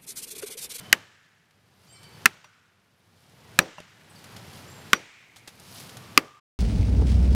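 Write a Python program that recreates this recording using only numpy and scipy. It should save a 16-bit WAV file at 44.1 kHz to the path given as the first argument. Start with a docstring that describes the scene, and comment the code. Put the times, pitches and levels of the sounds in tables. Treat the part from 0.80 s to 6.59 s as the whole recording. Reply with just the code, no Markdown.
"""A bird's note over a hushed wood, then at once an axe bites into the notch of a standing tree, five blows in
all, each loud enough to overload the microphone. Each blow is a ringing chip with a burst of snapping fibres,
a thud and ring of the trunk, a ping of steel and an answer of noise from the forest. The blade is tugged free
as struck modes and a scrape, chips crackle into dry leaves, clothes and litter rustle as grainy noise around
the lifts, and small birds whistle in gliding sines. The background swells toward each blow and sinks after it."""
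import sys
import numpy as np
from scipy import signal
from scipy.fft import rfft, irfft
from scipy.io import wavfile
from scipy.ndimage import map_coordinates

SR = 44100
rng = np.random.default_rng(int(sys.argv[2]) if len(sys.argv) > 2 else 0)


def unload_audio(sound):
    """Save the sound as a 16-bit wav file, at the path given as the first command line argument."""
    columns = np.transpose(np.atleast_2d(sound))
    # keep every value between -1 and 1, then stretch to whole-number steps
    steps = np.round(np.clip(columns, -1, 1) * 32767)
    wavfile.write(sys.argv[1], SR, steps.astype(np.int16))


N = 255336

# Axe blows on the trunk: t/s, bite length/s, chip low f/Hz, level/dB, chip mid f/Hz, level/dB,
# chip high f/Hz, level/dB, splinter f/Hz, level/dB, crack level/dB, crack treble/dB (full from 10 kHz up),
# thud f/Hz, thud level/dB, trunk level/dB, steel level/dB, forest wash level/dB, echo f/Hz, echo level/dB
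AXE_BLOWS = [(.1274, .0034, 1532, -11.5, 1870, -4, 2897, -4, 7270, -10, -6.5, 2, 250, -25, -37.5, -62.5, -53, 1729, -64.5),
             (1.457, 0.0052, 1342, -10.5, 1782, -8, 2645, -8, 2066, -10, -5.5, 1.5, 228.5, -19, -42.5, -55.5, -54.5, 1482, -65),
             (2.7895, .0022, 1215, -13.5, 1720, -4, 2400, -7, 3840, -7.5, -6, -0.5, 169.9, -16.5, -24.5, -40, -47.5, 1720, -62.5),
             (4.1319, .0025, 1154, -7.5, 1450, -5, 2202, -6, 3540, -10, -6, -10.5, 203, -17.5, -32.5, -38, -48, 2347, -56),
             (5.3758, 0.0023, 1193, -5, 2064, -8, 2656, -2.5, 4610, -6.5, -4.5, -1.5, 273.4, -11, -30, -55.5, -54.5, 1150, -62.5)]
# Ringing modes of the axe head: f/Hz, level/dB, t60/s
STEEL_MODES = [(2530, -5, 0.15), (4600, -5, 0.15), (5820, 4.5, 0.13), (7340, -15.5, .1)]
# Lifts of the axe that stir clothes and leaf litter: t of the peak/s, rise and fall time constant/s, level/dB
AXE_LIFTS = [(1.08, .09, -66), (2.43, .11, -69), (3.37, 0.079, -64), (3.76, 0.097, -56), (4.98, .12, -47.5)]
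# Colour of stirred leaves: f/Hz, relative level per Hz/dB
LEAF_COLOUR = [(1500, -23.5), (3000, -2.5), (4800, 0.5), (7000, -5.5), (9000, -10), (13000, -27)]
# Colour of the higher swish of cloth and foliage: f/Hz, relative level per Hz/dB
SWISH_COLOUR = [(5000, -26.5), (8000, -3.5), (10000, 1), (12000, 0), (15500, -6.5), (16000, -37.5)]
# Colour of scraped wood and of scatter off the ground: f/Hz, relative level per Hz/dB
SCATTER_COLOUR = [(300, -14.5), (900, 1), (1400, 4.5), (2400, 1.5), (3500, -6), (5500, -10.5), (8000, -16),
                  (15000, -23), (16000, -45)]


def amp(db):
    """Amplitude factor of a level in dB."""
    return 10 ** (np.asarray(db) / 20)


def unit(x):
    """Scale a sound to rms 1."""
    return x / np.sqrt(np.mean(x ** 2) + 1e-20)


def along(points, hz):
    """Interpolate (f/Hz, value) points on a logarithmic frequency axis."""
    f, value = np.transpose(points)
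    return np.interp(np.log(hz + 1), np.log(f + 1), value)


def fade(t, t60):
    """Exponential decay from t = 0, down 60 dB after t60 seconds; it holds 1 before t = 0."""
    return np.exp(-np.log(1000) * np.maximum(t, 0) / t60)


def onset(t, seconds):
    """Exponential approach from 0 to 1 with a time constant in seconds."""
    return 1 - np.exp(-t / seconds)


def add(track, s, sound):
    """Mix a sound into the track at time s."""
    start = max(round(s * SR), 0)
    track[start:start + len(sound)] += sound[:max(len(track) - start, 0)]


def wobble(rate, size):
    """A smooth random curve through rate knots a second."""
    knots = rng.standard_normal(int(size * rate / SR) + 4)
    return map_coordinates(knots, [np.arange(size) * rate / SR])


def noise(spectrum, size):
    """Coloured noise of rms 1."""
    colour = amp(along(spectrum, np.fft.rfftfreq(size, 1 / SR)))
    return unit(irfft(rfft(rng.standard_normal(size)) * colour, size))


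def grainy(spectrum, grain_db):
    """Noise of rms 1, broken into fine grains that come in clumps."""
    grains = amp(grain_db * wobble(1100, N) + .9 * wobble(99, N))
    return unit(grains * noise(spectrum, N))


def ring(modes, t):
    """Damped modes of alternating sign, struck at slightly new strengths each time."""
    strength = amp(rng.standard_normal(len(modes)))
    out = np.zeros(len(t))
    for k, (hz, db, t60) in enumerate(modes):
        out += (-1) ** k * strength[k] * amp(db) * fade(t, t60) * np.sin(2 * np.pi * hz * t)
    return out


def surroundings():
    """Low air, hush and rustle rise together out of a lull, hold until the blow lands and then sink quickly."""
    # Swells of the background: t when full/s, level/dB
    background_swells = [(0, 0), (1.41, -1.5), (2.771, -2.5), (3.519, 0.5), (5.001, 0)]
    # Colour of the low air: f/Hz, relative level per Hz/dB
    low_colour = [(15, -61), (25, -28.5), (70, -13.5), (90, -0.5), (102, 1), (177, -2), (281, -11),
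                  (384, -12.5), (500, -16), (650, -44), (1100, -120)]
    # Colour of the wood's hush: f/Hz, relative level per Hz/dB
    hush_colour = [(150, -22.5), (330, -2), (700, 1), (1100, -1), (1800, -3), (3000, -6), (4500, -13.5),
                   (7000, -22), (12000, -42)]
    rise_db_per_s, fall_db_per_s, lull_db = 31.5, 125, -20
    t = np.arange(N) / SR
    swells = []
    for (full_s, db), blow in zip(background_swells, AXE_BLOWS):
        rise = rise_db_per_s * np.maximum(full_s - t, 0)
        fall = fall_db_per_s * np.maximum(t - blow[0], 0)
        swells.append(amp(db - rise - fall))
    level = np.hypot(amp(lull_db), np.max(swells, axis=0))
    air = amp(-50) * noise(low_colour, N) + amp(-51.5) * noise(hush_colour, N)
    leaves = amp(-58) * grainy(LEAF_COLOUR, grain_db=2.0) + amp(-63) * grainy(SWISH_COLOUR, grain_db=2.5)
    return level * (air + leaves)


def birds():
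    """Thin fluttering whistles that glide and settle on a pitch, smeared by the nearest trees."""
    # Bird notes: t/s, length/s, start f/Hz, end f/Hz, level/dB (before the offset and flutter below)
    bird_notes = [(0, 0.12, 3020, 3049, -50.5), (1.081, 0.062, 7206, 7585, -54),
                  (1.074, 0.076, 4820, 4670, -58), (1.082, .26, 3100, 3023, -59.5),
                  (1.122, .04, 7930, 8750, -54), (1.125, .18, 2320, 2298, -57),
                  (1.139, 0.054, 5700, 5270, -56), (1.155, 0.029, 4905, 4200, -55),
                  (1.203, .15, 4500, 4595, -56.5), (3.294, 0.024, 10500, 7800, -54),
                  (3.356, 0.023, 5360, 4400, -50.5), (3.86, 0.12, 6740, 7530, -53.5),
                  (5.14, .18, 1158, 1161, -55.5), (5.359, 0.22, 1175, 1155, -52.5)]
    peak_share = .3  # share of a note spent rising
    echo_db, echo_t60_s = -.5, 0.85
    out = np.zeros(N)
    for s, length, start_hz, end_hz, db in bird_notes:
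        u = np.linspace(0, 1, int(length * SR))
        glide = end_hz + (start_hz - end_hz) * (1 - u) ** 3
        hz = glide * (1 + 40 / end_hz * wobble(200, len(u)))
        shape = np.sqrt(np.interp(u, [0, peak_share, 1], [0, 1, 0]))
        flutter = amp(db - 2.5 + 3.3 * wobble(70, len(u)))
        add(out, s, flutter * shape * np.sin(2 * np.pi * np.cumsum(hz) / SR))
    t = np.arange(SR) / SR
    tail = rng.standard_normal(len(t)) * fade(t, echo_t60_s)
    return out + amp(echo_db) * signal.fftconvolve(out, tail / np.linalg.norm(tail))[:N]


def lifts():
    """Each time the axe is raised, leaf litter and clothes rustle up and die away."""
    cloth_db = -4.5  # relative to the stirred leaves
    t = np.arange(N) / SR
    motion = sum(amp(db) * np.exp(-np.abs(t - s) / width) for s, width, db in AXE_LIFTS)
    leaves = grainy(LEAF_COLOUR, grain_db=3.5)
    cloth = amp(cloth_db) * grainy(SWISH_COLOUR, grain_db=4.0)
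    return motion * (leaves + cloth)


def twigs():
    """Three small twigs snap at random around each lift: rows like those of the fallen chips."""
    spread = .6  # standard deviation of their times, as a share of the lift's time constant
    level_db, t60_s = 4.5, 0.048  # level relative to the stirred leaves
    rows = []
    for s, width, db in AXE_LIFTS:
        for when, strength in rng.standard_normal(size=(3, 2)):
            rows.append((s + spread * width * when, db + level_db + 3 * strength, t60_s, 0))
    return rows


def chips():
    """Chips land and twigs snap in dry leaves: short clumps of crackle."""
    # Chips and twigs in the leaf litter: t/s, level/dB, t60/s, treble tilt/dB per decade about 1 kHz
    litter_hits = [(.709, -60, 0.046, -2), (1.231, -49, 0.1, 1), (3.003, -37.5, 0.028, -13),
                   (3.442, -44, 0.052, 2), (3.565, -37.5, 0.052, -4), (4.561, -46.5, 0.16, 0),
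                   (4.676, -35.5, 0.079, -1.5), (4.799, -41, 0.026, 21)]
    # dry leaves: f/Hz, relative level per Hz/dB
    leaf = [(150, -4.0), (900, -2.5), (2000, 0.5), (3800, 2.0), (6000, -1.5), (9000, -3), (12000, -8.5),
            (15500, -17), (16000, -36)]
    out, t = np.zeros(N), np.arange(SR // 4) / SR
    for s, db, t60, treble_db in litter_hits + twigs():
        colour = [(hz, level + treble_db * np.log10(hz / 1000)) for hz, level in leaf]
        clumps = amp(3.1 * wobble(905, len(t)))
        crackle = unit(noise(colour, len(t)) * clumps)
        add(out, s - .001, amp(db) * crackle * fade(t, t60) * onset(t, 0.00065))
    return out


def tugs():
    """The blade lets go of the notch with a small knock, a scrape and a ping of the steel."""
    # Tugs that free the blade: t/s, knock level/dB, scrape level/dB, steel level/dB
    blade_tugs = [(1.6427, -49, -44, -61.5), (2.9819, -35, -42, -63)]
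    # Modes of handle and blade as they come loose: f/Hz, level/dB, t60/s
    handle_modes = [(171.5, -11, 0.19), (607, -7, 0.084), (804, -5.5, 0.047), (994, 2, 0.019),
                    (1740, -5, .025), (2754, -3, 0.045)]
    out, t = np.zeros(N), np.arange(SR // 4) / SR
    for s, knock_db, scrape_db, steel_db in blade_tugs:
        scrape = amp(scrape_db) * noise(SCATTER_COLOUR, len(t)) * fade(t, 0.0465)
        knock = amp(knock_db) * ring(handle_modes, t)
        ping = amp(steel_db) * ring(STEEL_MODES, t)
        add(out, s, (knock + ping + scrape) * onset(t, 0.00073))
    return out


def forest_tail(x):
    """Among the trees each frequency of a noise dies at its own speed."""
    # Decay among the trees: f/Hz, t60/s
    forest_decay = [(150, 1.1), (800, 1.1), (2000, 2), (5000, 1.3), (8000, 1.5), (14000, .35)]
    hz, t, z = signal.stft(x, SR, nperseg=256)
    return signal.istft(z * fade(t, along(forest_decay, hz)[:, None]), SR, nperseg=256)[1]


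def forest_answer(t, wash_db, echo_hz, echo_db):
    """Far trunks return a broad wash and an uneven band around one note, different for each blow."""
    # Colour of the returned wash: f/Hz, relative level per Hz/dB
    wash_colour = [(100, -8.5), (500, -5), (1000, -1.5), (1700, -0.5), (3000, -1.5), (4200, -6),
                   (5500, -6.5), (7500, -11), (10000, -23.5), (15000, -34)]
    band = noise([(echo_hz / 2, -40), (0.69 * echo_hz, -14), (echo_hz, 0),
                  (1.18 * echo_hz, -14), (2 * echo_hz, -40)], SR)
    note = amp(echo_db) * band * fade(t - .25, 1.9)
    wash = amp(wash_db + 1.0 * wobble(160, SR)) * forest_tail(noise(wash_colour, SR))[:SR]
    return (wash + note) * onset(t, 0.013)


def trunk_ring(t):
    """The standing trunk answers a blow with a dull boom of noise and its ringing modes."""
    # Modes of the standing trunk: f/Hz, level/dB, t60/s
    stem_modes = [(172, -3.5, 0.16), (326, -1, 0.22), (372, 0.5, 0.096), (436, -5.5, 0.11), (531, 2, 0.14),
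                  (713, -7.5, .14)]
    # Colour of its dull boom: f/Hz, relative level per Hz/dB
    boom_colour = [(50, -16.5), (130, -1), (320, 0), (550, 0), (900, -9), (1500, -16), (4000, -41.5)]
    boom = 0.66 * noise(boom_colour, SR) * fade(t, 0.26)
    return (boom + 0.42 * ring(stem_modes, t)) * onset(t, 0.0018)


def split(t, length, modes):
    """The splitting chip is driven while the blade sinks in, at no steady pitch; then it rings out."""
    out = np.zeros(len(t))
    for hz, db in modes:
        drift = t + .00006 * wobble(600, len(t))
        # higher modes are let go sooner and die faster
        driven = fade(t - length * (1500 / hz) ** 0.37, 0.012 * (1500 / hz) ** .5)
        life = driven + 0.057 * fade(t, 0.054)
        out += amp(db) * life * np.sin(2 * np.pi * hz * (drift - .0012))
    return out


def crack(t, length, treble_db):
    """Fibres snap in one dense burst of even spectrum, then tear more weakly until the blade stops."""
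    # Colour of the snapping fibres: f/Hz, relative level per Hz/dB
    fibre_colour = [(100, -13), (700, -9), (1200, 3.5), (2100, 2.5), (2900, 2.5), (3400, 1.5), (4300, 1),
                    (5300, 2), (6600, 0), (7450, 0), (8300, -3), (10800, -6), (11600, -0.5), (13500, -12.5),
                    (16500, -15)]
    size = len(t)
    snap = np.clip(t / 0.00048, 0, 1) * fade(t - .0014, 0.0041)
    hz = np.fft.rfftfreq(size, 1 / SR)
    treble = treble_db * np.clip(np.log2(hz / 2500 + 1e-9) / 2, 0, 1)  # from 2.5 kHz, full at 10 kHz
    colour = amp(along(fibre_colour, hz) + treble)
    burst = snap * rng.standard_normal(size)
    for _ in range(3):  # impose the exact spectrum, then the envelope, in turn
        burst = snap * irfft(colour * np.exp(1j * np.angle(rfft(burst))), size)
    burst *= np.linalg.norm(snap) / np.linalg.norm(burst)
    tear = unit(irfft(colour * rfft(rng.standard_normal(size)), size)) * fade(t - length, .008)
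    return 1.15 * burst + .3 * tear


def chops():
    """Each blow: chip and crack, thud of the trunk, ring of the steel, scatter off the ground, forest's answer."""
    out, t = np.zeros(N), np.arange(SR) / SR
    brief = t[:SR // 10]
    for (s, length, low_hz, low_db, mid_hz, mid_db, high_hz, high_db, splinter_hz, splinter_db,
         crack_db, treble_db, thud_hz, thud_db, trunk_db, steel_db, wash_db, echo_hz, echo_db) in AXE_BLOWS:
        modes = [(low_hz, low_db), (mid_hz, mid_db), (high_hz, high_db), (splinter_hz, splinter_db)]
        chip = split(brief, length, modes) * onset(brief, .0004)
        add(out, s, chip + amp(crack_db) * crack(brief, length, treble_db))
        # the push of the blade rocks the trunk in two short low modes
        first_mode = np.sin(2 * np.pi * thud_hz * t) * fade(t, 0.037)
        second_mode = .35 * np.sin(2 * np.pi * 400 * t) * fade(t, .045)
        thud = amp(thud_db) * (first_mode - second_mode)
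        trunk = amp(trunk_db) * trunk_ring(t)
        steel = amp(steel_db) * ring(STEEL_MODES, t) * (1 + 0.59 * wobble(82, SR))
        scatter_decay = amp(-19.5) * fade(t, 0.053) + amp(-46.5) * fade(t, 0.42)
        ground = noise(SCATTER_COLOUR, SR) * scatter_decay * onset(t, 0.00033)
        answer = forest_answer(t, wash_db, echo_hz, echo_db)
        add(out, s, thud + trunk + steel + ground + answer)
    return out


def scene():
    """Everything as it reaches one microphone."""
    return (surroundings() + birds() + lifts() + chips() + tugs() + chops())[None]


def record(dry):
    """Loud blows saturate the input, the sound stops just before the end, and a low-pass limits the band."""
    ceiling, end_s, top_hz = .93, 5.6, 16500
    clipped = dry / (1 + np.abs(dry / ceiling) ** 6) ** (1 / 6)
    running = np.clip((end_s - np.arange(N) / SR) / .01, 0, 1)  # 10 ms fade to silence
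    low_pass = signal.firwin(301, top_hz, fs=SR, window="blackmanharris")
    return signal.fftconvolve(clipped * running, low_pass[None], mode="same")


dry = scene()
out = record(dry)
unload_audio(out)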